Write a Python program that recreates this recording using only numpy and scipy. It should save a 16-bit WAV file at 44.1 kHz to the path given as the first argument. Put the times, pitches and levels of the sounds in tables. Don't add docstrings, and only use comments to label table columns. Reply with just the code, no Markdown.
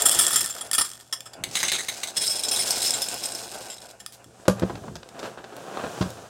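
import sys
import numpy as np
from scipy import signal
from scipy.fft import rfft, irfft
from scipy.io import wavfile

SR = 44100
rng = np.random.default_rng(int(sys.argv[2]) if len(sys.argv) > 2 else 0)


def wrap_up_sound(samples):
    columns = np.atleast_2d(samples).T
    tamed = np.clip(columns, -1, 1)
    steps = np.round(tamed * 32767).astype(np.int16)
    wavfile.write(sys.argv[1], SR, steps)


N = 277521
TIME = np.arange(N) / SR

# (f/Hz, level/dB)
AIR_COLOUR = [(25, -7), (70, 1.5), (120, -9), (200, 0), (600, -26), (2000, -23), (8000, -11), (16000, -36)]
HUM_HZ, HUM_DB = 119, -64

# (peak t/s, level/dB, rise t/s, fall t/s)
BOX_TIPS = [(.03, -38, 0.84, 0.6), (.66, -47, 0.18, .08), (1.37, -52.5, 0.28, 1.4),
            (1.68, -51.5, 0.61, 0.39), (2.8, -40, 1.3, 1.11), (3.6, -47, 1.5, 0.41),
            (4.21, -55, 0.12, 0.088)]
# (peak t/s, level/dB, rise t/s, fall t/s, hiss minus rub before gain level/dB)
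HAND_STROKES = [(4.68, -44, 0.47, 0.33, -9), (4.86, -49, 0.41, 0.31, -8), (5.249, -35.5, 0.19, .15, -13.5),
                (5.6, -45.5, 0.27, 0.44, -10), (5.84, -36, 0.52, 0.54, -13.5),
                (6.0, -41.5, 0.53, 0.47, -4.5)]
SWELL_DB = 20
HISS_LAG_S = 0.011
# (f/Hz, level/dB)
SLIDE_COLOUR = [(71, -11), (120, -5.5), (151, -13), (188, -7.5), (458, -2), (718, 3), (1260, -11.5),
                (1490, -3.5), (1900, -17.5), (2200, -15.5), (2860, -11), (4840, -120)]
RUB_COLOUR = [(59, -32), (100, -12), (135, -5), (282, -5.5), (440, 0), (516, -1), (732, -0.5), (872, -8),
              (1010, -7), (1570, -9), (2130, -21.5), (2540, -16.5), (4500, -25.5), (5850, -54),
              (9900, -120)]
HISS_COLOUR = [(2000, -19), (3200, 6), (4400, 3.5), (5500, 7), (7300, 6), (10000, 0), (12500, -5),
               (16000, -10)]

# (t/s, level/dB,
# length t/s, brightness f/Hz)
CARDBOARD_TAPS = [(4.455, -41, 0.015, 2790), (4.596, -33.5, .005, 9600), (4.623, -29, 0.016, 1960),
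                  (4.697, -29.5, 0.011, 1510), (4.754, -34.5, 0.005, 3240), (4.836, -40.5, 0.015, 900),
                  (4.88, -36.5, 0.0086, 1490), (4.955, -36.5, 0.014, 6600), (5.03, -38.5, 0.0036, 3600),
                  (5.089, -41, 0.0041, 8400), (5.192, -36, 0.011, 5870), (5.229, -36, 0.048, 2950),
                  (5.375, -38, 0.019, 2270), (5.442, -35.5, .006, 2980), (5.566, -35.5, 0.0019, 14000),
                  (5.772, -26, 0.0055, 2010), (6.012, -27, 0.019, 3630), (6.104, -34, .0013, 14000)]
# (t/s, level/dB, length t/s)
SOFT_THUDS = [(0.162, -43, 0.024), (.33, -48.5, 0.11), (1.379, -47, 0.13), (4.26, -51, 0.026),
              (4.701, -39.5, 0.14), (4.841, -40.5, 0.13), (5.83, -41, 0.043)]
# (f/Hz, level/dB)
TAP_COLOUR = [(100, 5.5), (400, 15.5), (750, 15.5), (1500, 9.5), (2200, 1.5), (3600, 7.5), (7000, 6),
              (10000, 3), (16000, 4)]
THUD_COLOUR = [(25, -16), (65, -9.5), (120, -4.5), (200, -7), (400, -11), (1000, -49), (3000, -101)]

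# (t/s, level/dB, length t/s)
LINER_CRINKLES = [(3.996, -56, .025), (4.122, -47.5, 0.032)]
# (f/Hz, level/dB)
LINER_COLOUR = [(1500, -8), (4000, 3), (8000, 2), (13000, -1), (16000, -10)]

# (t/s, level/dB, contact brightness f/Hz, rebound delay t/s, rebound level/dB)
BOX_KNOCKS = [(4.481, -3.5, 11000, 0.016, -12.5), (4.62, -12.5, 356, 0.012, 4),
              (6.008, -4.5, 186, 0.049, -10)]
# (f/Hz, level/dB, time to fall 60 dB t/s)
TABLE_MODES = [(88, -32, 1), (113.2, -22.5, 0.58), (135, -16.5, 0.12), (190.2, -12, 0.27),
               (255, -23.5, 0.17), (324, 0.5, 0.026), (400, -36, 0.026), (770, -30, 0.044),
               (1240, -13, 0.023), (1444, -9, 0.017)]
# (f/Hz, level/dB)
KNOCK_COLOUR = [(60, -49), (200, -17), (500, 14), (900, 1), (1200, 4.5), (1650, -7), (2200, -15.5),
                (3100, -11.5), (5000, -12.5), (8500, -17), (12000, -16.5), (16000, -34)]

# (t/s, level/dB, length t/s)
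SPILL_CLUMPS = [(.0209, -15, 0.0034), (.0552, -13, 0.015), (.0854, -21, 0.0068), (.0944, -13, .003),
                (.1124, -19, 0.011), (.1482, -19, 0.0026), (.1889, -13.5, 0.01), (.2064, -22, 0.04),
                (.2666, -14.5, .003), (.2805, -23, 0.0063), (.3066, -27, .014), (.3284, -25, 0.021),
                (.3589, -15.5, 0.0075), (.3724, -25, 0.022), (.4069, -22, 0.0094), (.4439, -29, 0.0066),
                (.4608, -21.5, 0.0019), (.5024, -32, 0.011), (.6096, -30, 0.0095), (.7139, -20, .0025),
                (.7313, -22.5, 0.016), (.7491, -20, 0.0053), (.7811, -18, .017), (.8105, -19.5, 0.0071),
                (.8494, -33.5, .01), (1.1265, -25, 0.012), (1.2064, -33, .0023), (1.2569, -42.5, 0.019),
                (1.3339, -42.5, 0.0075), (4.0015, -42, 0.0072), (4.0627, -30, 0.003), (4.2434, -47, .0035)]
# (t/s, level/dB, length t/s)
CLATTER_CLUMPS = [(1.4384, -19.5, 0.0048), (1.5534, -18.5, 0.0083), (1.5678, -20.5, 0.011),
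                  (1.6024, -27, 0.011), (1.6301, -17.5, 0.0058), (1.6424, -25.5, 0.03),
                  (1.6827, -21, 0.0166), (1.7182, -17, 0.0053), (1.7305, -23, 0.03), (1.7834, -27, 0.026),
                  (1.8839, -23, 0.014), (2.0328, -23, 0.0085), (2.0727, -31.5, 0.02)]
# (t/s, level/dB, length t/s)
POUR_CLUMPS = [(2.1674, -20, 0.013), (2.2084, -24.5, 0.033), (2.2384, -27.5, 0.019), (2.2634, -22.5, 0.02),
               (2.2962, -24.5, 0.036), (2.3532, -28, 0.02), (2.393, -24.5, 0.0073), (2.4354, -24, 0.02),
               (2.4844, -22.5, 0.0097), (2.5124, -22.5, 0.036), (2.5605, -24, 0.026), (2.591, -21, .021),
               (2.6805, -32, 0.019), (2.7072, -15.5, 0.0042), (2.818, -23, .013), (2.8605, -25, 0.029),
               (2.9066, -15.5, 0.0028), (2.9376, -23, 0.017), (3.0179, -22.5, 0.0089),
               (3.0862, -23, 0.0034), (3.1418, -27, 0.0036), (3.2371, -26.5, 0.0044),
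               (3.256, -24.5, 0.0071), (3.3205, -28.5, 0.0029), (3.3499, -28, 0.0052), (3.7, -37, 0.036),
               (3.782, -39.5, 0.0047)]
# (t/s, level/dB)
SPILL_FLOW = [(0.0, -25.5), (0.27, -21.5), (0.45, -28.5), (0.68, -38.5), (0.874, -34.5), (1.274, -66),
              (1.33, -59)]
CLATTER_FLOW = [(1.5, -38), (1.596, -29), (1.678, -36.5), (2.1, -39)]
POUR_FLOW = [(2.17, -31.5), (2.368, -33), (2.766, -25.5), (3.284, -34), (3.38, -36), (3.564, -37.5),
             (3.91, -46)]
# (f/Hz, width f/Hz, level/dB)
BOWL_MODES = [(1312, 79, 4), (1795, 32, 7), (3355, 82, 10.5), (4740, 160, -5.5), (5323, 104, 8),
              (7345, 60, 11), (7490, 43, 11.5), (8270, 230, 6), (9070, 95, 9), (9680, 96, 7.5),
              (10500, 79, 6.5), (11750, 100, 0.5), (13700, 48, -2)]
# (f/Hz, width f/Hz, level/dB)
SPOON_MODES = [(1950, 180, -4.5), (2110, 130, 0.5), (3910, 300, 4.5), (4360, 85, -17), (4870, 280, -17),
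               (6680, 140, 1.5), (6320, 100, 8), (7500, 120, -2), (8090, 320, 5.5), (9500, 54, 5.5),
               (11100, 84, -8)]
# (f/Hz, width f/Hz, level/dB)
HEAP_MODES = [(3380, 86, 8.5), (3920, 110, 6.5), (5236, 61, 18.5), (6570, 100, 1), (7400, 115, 10),
              (7720, 63, 3), (8190, 49, 18), (8820, 300, 3.5), (9620, 54, 10), (10480, 65, 3.5),
              (11640, 100, 1.5), (13430, 75, -1)]
BOWL_SPOTS_HZ = (7395, 8190, 9620)
SPOON_SPOTS_HZ = (2070, 2180, 3930)
HEAP_SPOTS_HZ = (3920, 5270, 7360, 9570)
# (f/Hz, level/dB)
CRACK_COLOUR = [(100, -28.5), (300, 1), (750, -15), (1400, -3), (2200, -1.5), (3200, 0), (5000, 5.5),
                (8000, 2), (10000, -8.5), (12500, -7.5), (16000, -19)]
# (t/s, level/dB)
CLUMP_TREBLE = [(.06, 8), (.4, 6.5), (.8, 3), (1.12, -6.5), (1.7, -5.5), (2.2, -0.5), (2.7, 2), (3.3, 4),
                (4.0, -5)]
SINGLE_HIT_S = 0.0048
HARD_HIT_TREBLE_DB = 2

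TOP_HZ = 15900


def undb(db):
    return 10 ** (np.asarray(db) / 20)


def unit(x):
    return x / np.sqrt(np.mean(x ** 2) + 1e-18)


def fade(t, t60):
    return np.exp(-np.log(1000) * t / t60)


def curve(rows):
    s, db = np.transpose(rows)
    outside = np.abs(TIME - np.clip(TIME, s[0], s[-1]))
    return undb(np.interp(TIME, s, db)) * fade(outside, 0.1)


def swells(rows):
    power = 0
    for s, db, rise, fall in rows:
        distance = np.maximum((s - TIME) / rise, (TIME - s) / fall)
        power = power + undb(db - SWELL_DB * distance) ** 2
    return np.sqrt(power)


def walk(rate):
    knots = np.arange(0, TIME[-1] + 1, 1 / rate)
    return np.interp(TIME, knots, rng.standard_normal(len(knots)))


def add(out, s, x):
    i = max(int(s * SR), 0)
    out[i:i + len(x)] += x[:max(N - i, 0)]


def through(x, response):
    return signal.fftconvolve(x, response)[:len(x)]


def lowpass(x, hz):
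    return signal.sosfilt(signal.butter(2, min(hz, SR / 3), fs=SR, output="sos"), x)


def colour(points, size=4096):
    hz, db = np.transpose(points)
    f = np.maximum(np.arange(size // 2 + 1) * SR / size, 1)
    log_gain = np.log(undb(np.interp(np.log(f), np.log(hz), db)))
    cepstrum = irfft(log_gain)
    cepstrum[1:size // 2] *= 2
    cepstrum[size // 2 + 1:] = 0
    return irfft(np.exp(rfft(cepstrum)))


def grains(n, rate, spread_db):
    happens, size, sign = rng.random((n, 3)).T
    strength = undb(-spread_db * np.log(np.maximum(size, 0.01)))
    return (happens < rate / SR) * strength * np.sign(sign - 0.5)


def burst(db, length, response, rate, spread_db, release, first=4.0, size=9000):
    t = np.arange(size) / SR
    envelope = np.exp(-0.6 * t / length) * fade(np.maximum(t - length, 0), release)
    push = unit(grains(size, rate, spread_db)) * envelope
    push[0] += first
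    sound = through(push, response)
    loudness = np.sqrt(np.mean(sound[t < length] ** 2))
    return sound * undb(db) / loudness


def background():
    air = unit(through(rng.standard_normal(N), colour(AIR_COLOUR))) * undb(walk(12))
    hum = np.sqrt(2) * np.sin(2 * np.pi * HUM_HZ * TIME)
    return undb(-60) * air + undb(HUM_DB) * hum


def room(x, wet_db, t60, treble_t60):
    t = np.arange(SR) / SR
    noise = rng.standard_normal(SR)
    low = signal.sosfilt(signal.butter(1, 2500, fs=SR, output="sos"), noise)
    tail = low * fade(t, t60) + (noise - low) * fade(t, treble_t60)
    tail *= np.clip(t / 0.0053 - 0.5, 0, 1)
    return x + undb(wet_db) * through(x, tail / np.sqrt(np.sum(tail ** 2)))


def stroking():
    slips = grains(N, rate=2200, spread_db=3.0) * undb(2.5 * walk(45))
    rub = swells([row[:4] for row in HAND_STROKES])
    hiss = swells([(s + HISS_LAG_S, db + hiss_db, rise, fall) for s, db, rise, fall, hiss_db in HAND_STROKES])
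    out = undb(2.7) * rub * unit(through(slips, colour(RUB_COLOUR)))
    return out + hiss * unit(through(rng.standard_normal(N), colour(HISS_COLOUR)))


def taps_and_thuds():
    out = np.zeros(N)
    for s, db, length, bright_hz in CARDBOARD_TAPS:
        contact = lowpass(colour(TAP_COLOUR), bright_hz)
        add(out, s, burst(db, length, contact, rate=3700, spread_db=3.5, release=0.029))
    for s, db, length in SOFT_THUDS:
        add(out, s, burst(db, length, colour(THUD_COLOUR), rate=1000, spread_db=0, release=0.25))
    return out


def liner():
    out = np.zeros(N)
    for s, db, length in LINER_CRINKLES:
        crinkle = burst(db, length, colour(LINER_COLOUR), rate=2700, spread_db=1, release=0.12, first=2)
        add(out, s, crinkle)
    return out


def knocks():
    out, t = np.zeros(N), np.arange(SR) / SR
    ring = sum(undb(db) * np.sin(2 * np.pi * hz * t) * fade(t, t60) for hz, db, t60 in TABLE_MODES)
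    ring = signal.sosfilt(signal.butter(2, 85, "high", fs=SR, output="sos"), ring)
    for s, db, bright_hz, rebound, rebound_db in BOX_KNOCKS:
        crack_decay = fade(t, 0.022) + undb(-16) * fade(t, 0.063)
        crack = through(rng.standard_normal(SR) * crack_decay, colour(KNOCK_COLOUR))
        blow = undb(db) * lowpass(ring + undb(5.5) * crack, bright_hz)
        add(out, s, blow)
        add(out, s + rebound, undb(rebound_db) * blow)
    return out


def flow(strength, thinning, lumpiness_db):
    share = np.clip((strength / strength.max()) ** thinning, 0.2, 1)
    return share, undb(lumpiness_db * walk(40))


def sliding():
    strength = swells(BOX_TIPS)
    share, lumps = flow(strength, thinning=0.1, lumpiness_db=4.5)
    tumble = grains(N, share * lumps * 1300, spread_db=2.0) / np.sqrt(share)
    return undb(5) * strength * unit(through(tumble, colour(SLIDE_COLOUR)))


def body(resonances, crack_db, damping, scatter_db, crumble_t60=0.014, size=3000):
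    t = np.arange(size) / SR
    crumble = rng.standard_normal(size) * fade(t, crumble_t60)
    crack = through(crumble / np.linalg.norm(crumble), colour(CRACK_COLOUR, size=512))
    response = undb(crack_db) * crack
    landing = rng.standard_normal((len(resonances), 2))
    for (hz, width, db), (place, turn) in zip(resonances, landing):
        ring = np.exp(-np.pi * width * damping * t) * np.cos(2 * np.pi * hz * t + turn)
        weight = undb(db + scatter_db * place) * 2 * np.pi * width * np.sqrt(damping) / SR
        response = response + weight * ring
    return response


def favour(resonances, struck_hz, favour_db):
    modes = np.array(resonances, float)
    modes[np.argmin(np.abs(modes[:, 0] - struck_hz)), 2] += favour_db
    return modes


def brighten(x, treble_db, length):
    low = signal.sosfiltfilt(signal.butter(3, 6000, fs=SR, output="sos"), x, padtype=None)
    treble = x - low
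    head = slice(int(max(length, 0.004) * SR))
    treble_share = 1 / (1 + undb(-2 * treble_db))
    low_part = np.sqrt(1 - treble_share) * low / np.linalg.norm(low[head])
    treble_part = np.sqrt(treble_share) * treble / np.linalg.norm(treble[head])
    return np.linalg.norm(x[head]) * (low_part + treble_part)


def clumps(rows, resonances, spots_hz, gain_db, crack_db, favour_db, rate, release):
    out = np.zeros(N)
    for (s, db, length), spot in zip(rows, rng.random(len(rows))):
        single = np.exp(-length / SINGLE_HIT_S)
        modes = favour(resonances, spots_hz[int(spot * len(spots_hz))], favour_db)
        response = body(modes, crack_db + 2 * single, damping=1.38 + 1.3 * single, scatter_db=3.0)
        first = 3 + 50 * single ** 2
        sound = burst(db + gain_db, length, response, rate, spread_db=2.5, release=release, first=first)
        treble_db = np.interp(s, *np.transpose(CLUMP_TREBLE)) + HARD_HIT_TREBLE_DB * single
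        add(out, s, brighten(sound, treble_db, length))
    return out


def trickle(levels, resonances, crack_db, rate, spread_db, count=24):
    strength = curve(levels)
    share, lumps = flow(strength, thinning=0.45, lumpiness_db=4.5)
    spots = [body(resonances, crack_db, damping=2.2, scatter_db=7) for _ in range(count)]
    spot_rate = share * lumps * rate / count
    rain = sum(through(grains(N, spot_rate, spread_db), unit(spot)) for spot in spots)
    return strength * unit(rain / np.sqrt(share))


def cereal():
    out = clumps(SPILL_CLUMPS, BOWL_MODES, BOWL_SPOTS_HZ, gain_db=1.0, crack_db=-13.0,
                 favour_db=4, rate=5500, release=0.059)
    out += clumps(CLATTER_CLUMPS, SPOON_MODES, SPOON_SPOTS_HZ, gain_db=-2.5, crack_db=-18,
                  favour_db=3, rate=2700, release=0.12)
    out += clumps(POUR_CLUMPS, HEAP_MODES, HEAP_SPOTS_HZ, gain_db=-1.5, crack_db=-7,
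                  favour_db=10.5, rate=2700, release=0.064)
    out += undb(-5.0) * trickle(SPILL_FLOW, BOWL_MODES, crack_db=-1, rate=1600, spread_db=3.0)
    out += undb(-3) * trickle(CLATTER_FLOW, SPOON_MODES, crack_db=6, rate=1500, spread_db=3.0)
    out += undb(-3.0) * trickle(POUR_FLOW, HEAP_MODES, crack_db=3.5, rate=1100, spread_db=1.0)
    return out


def scene():
    near = stroking() + taps_and_thuds() + liner() + knocks() + sliding() + cereal()
    return (background() + room(near, wet_db=-10.0, t60=0.2, treble_t60=0.22))[None]


def record(dry):
    rounded = 0.79 * np.tanh(dry / 0.82)
    thin = signal.sosfilt(signal.butter(4, 55, "high", fs=SR, output="sos"), rounded)
    return signal.sosfilt(signal.ellip(8, 0.2, 70, TOP_HZ, fs=SR, output="sos"), thin)


dry = scene()
out = record(dry)
wrap_up_sound(out)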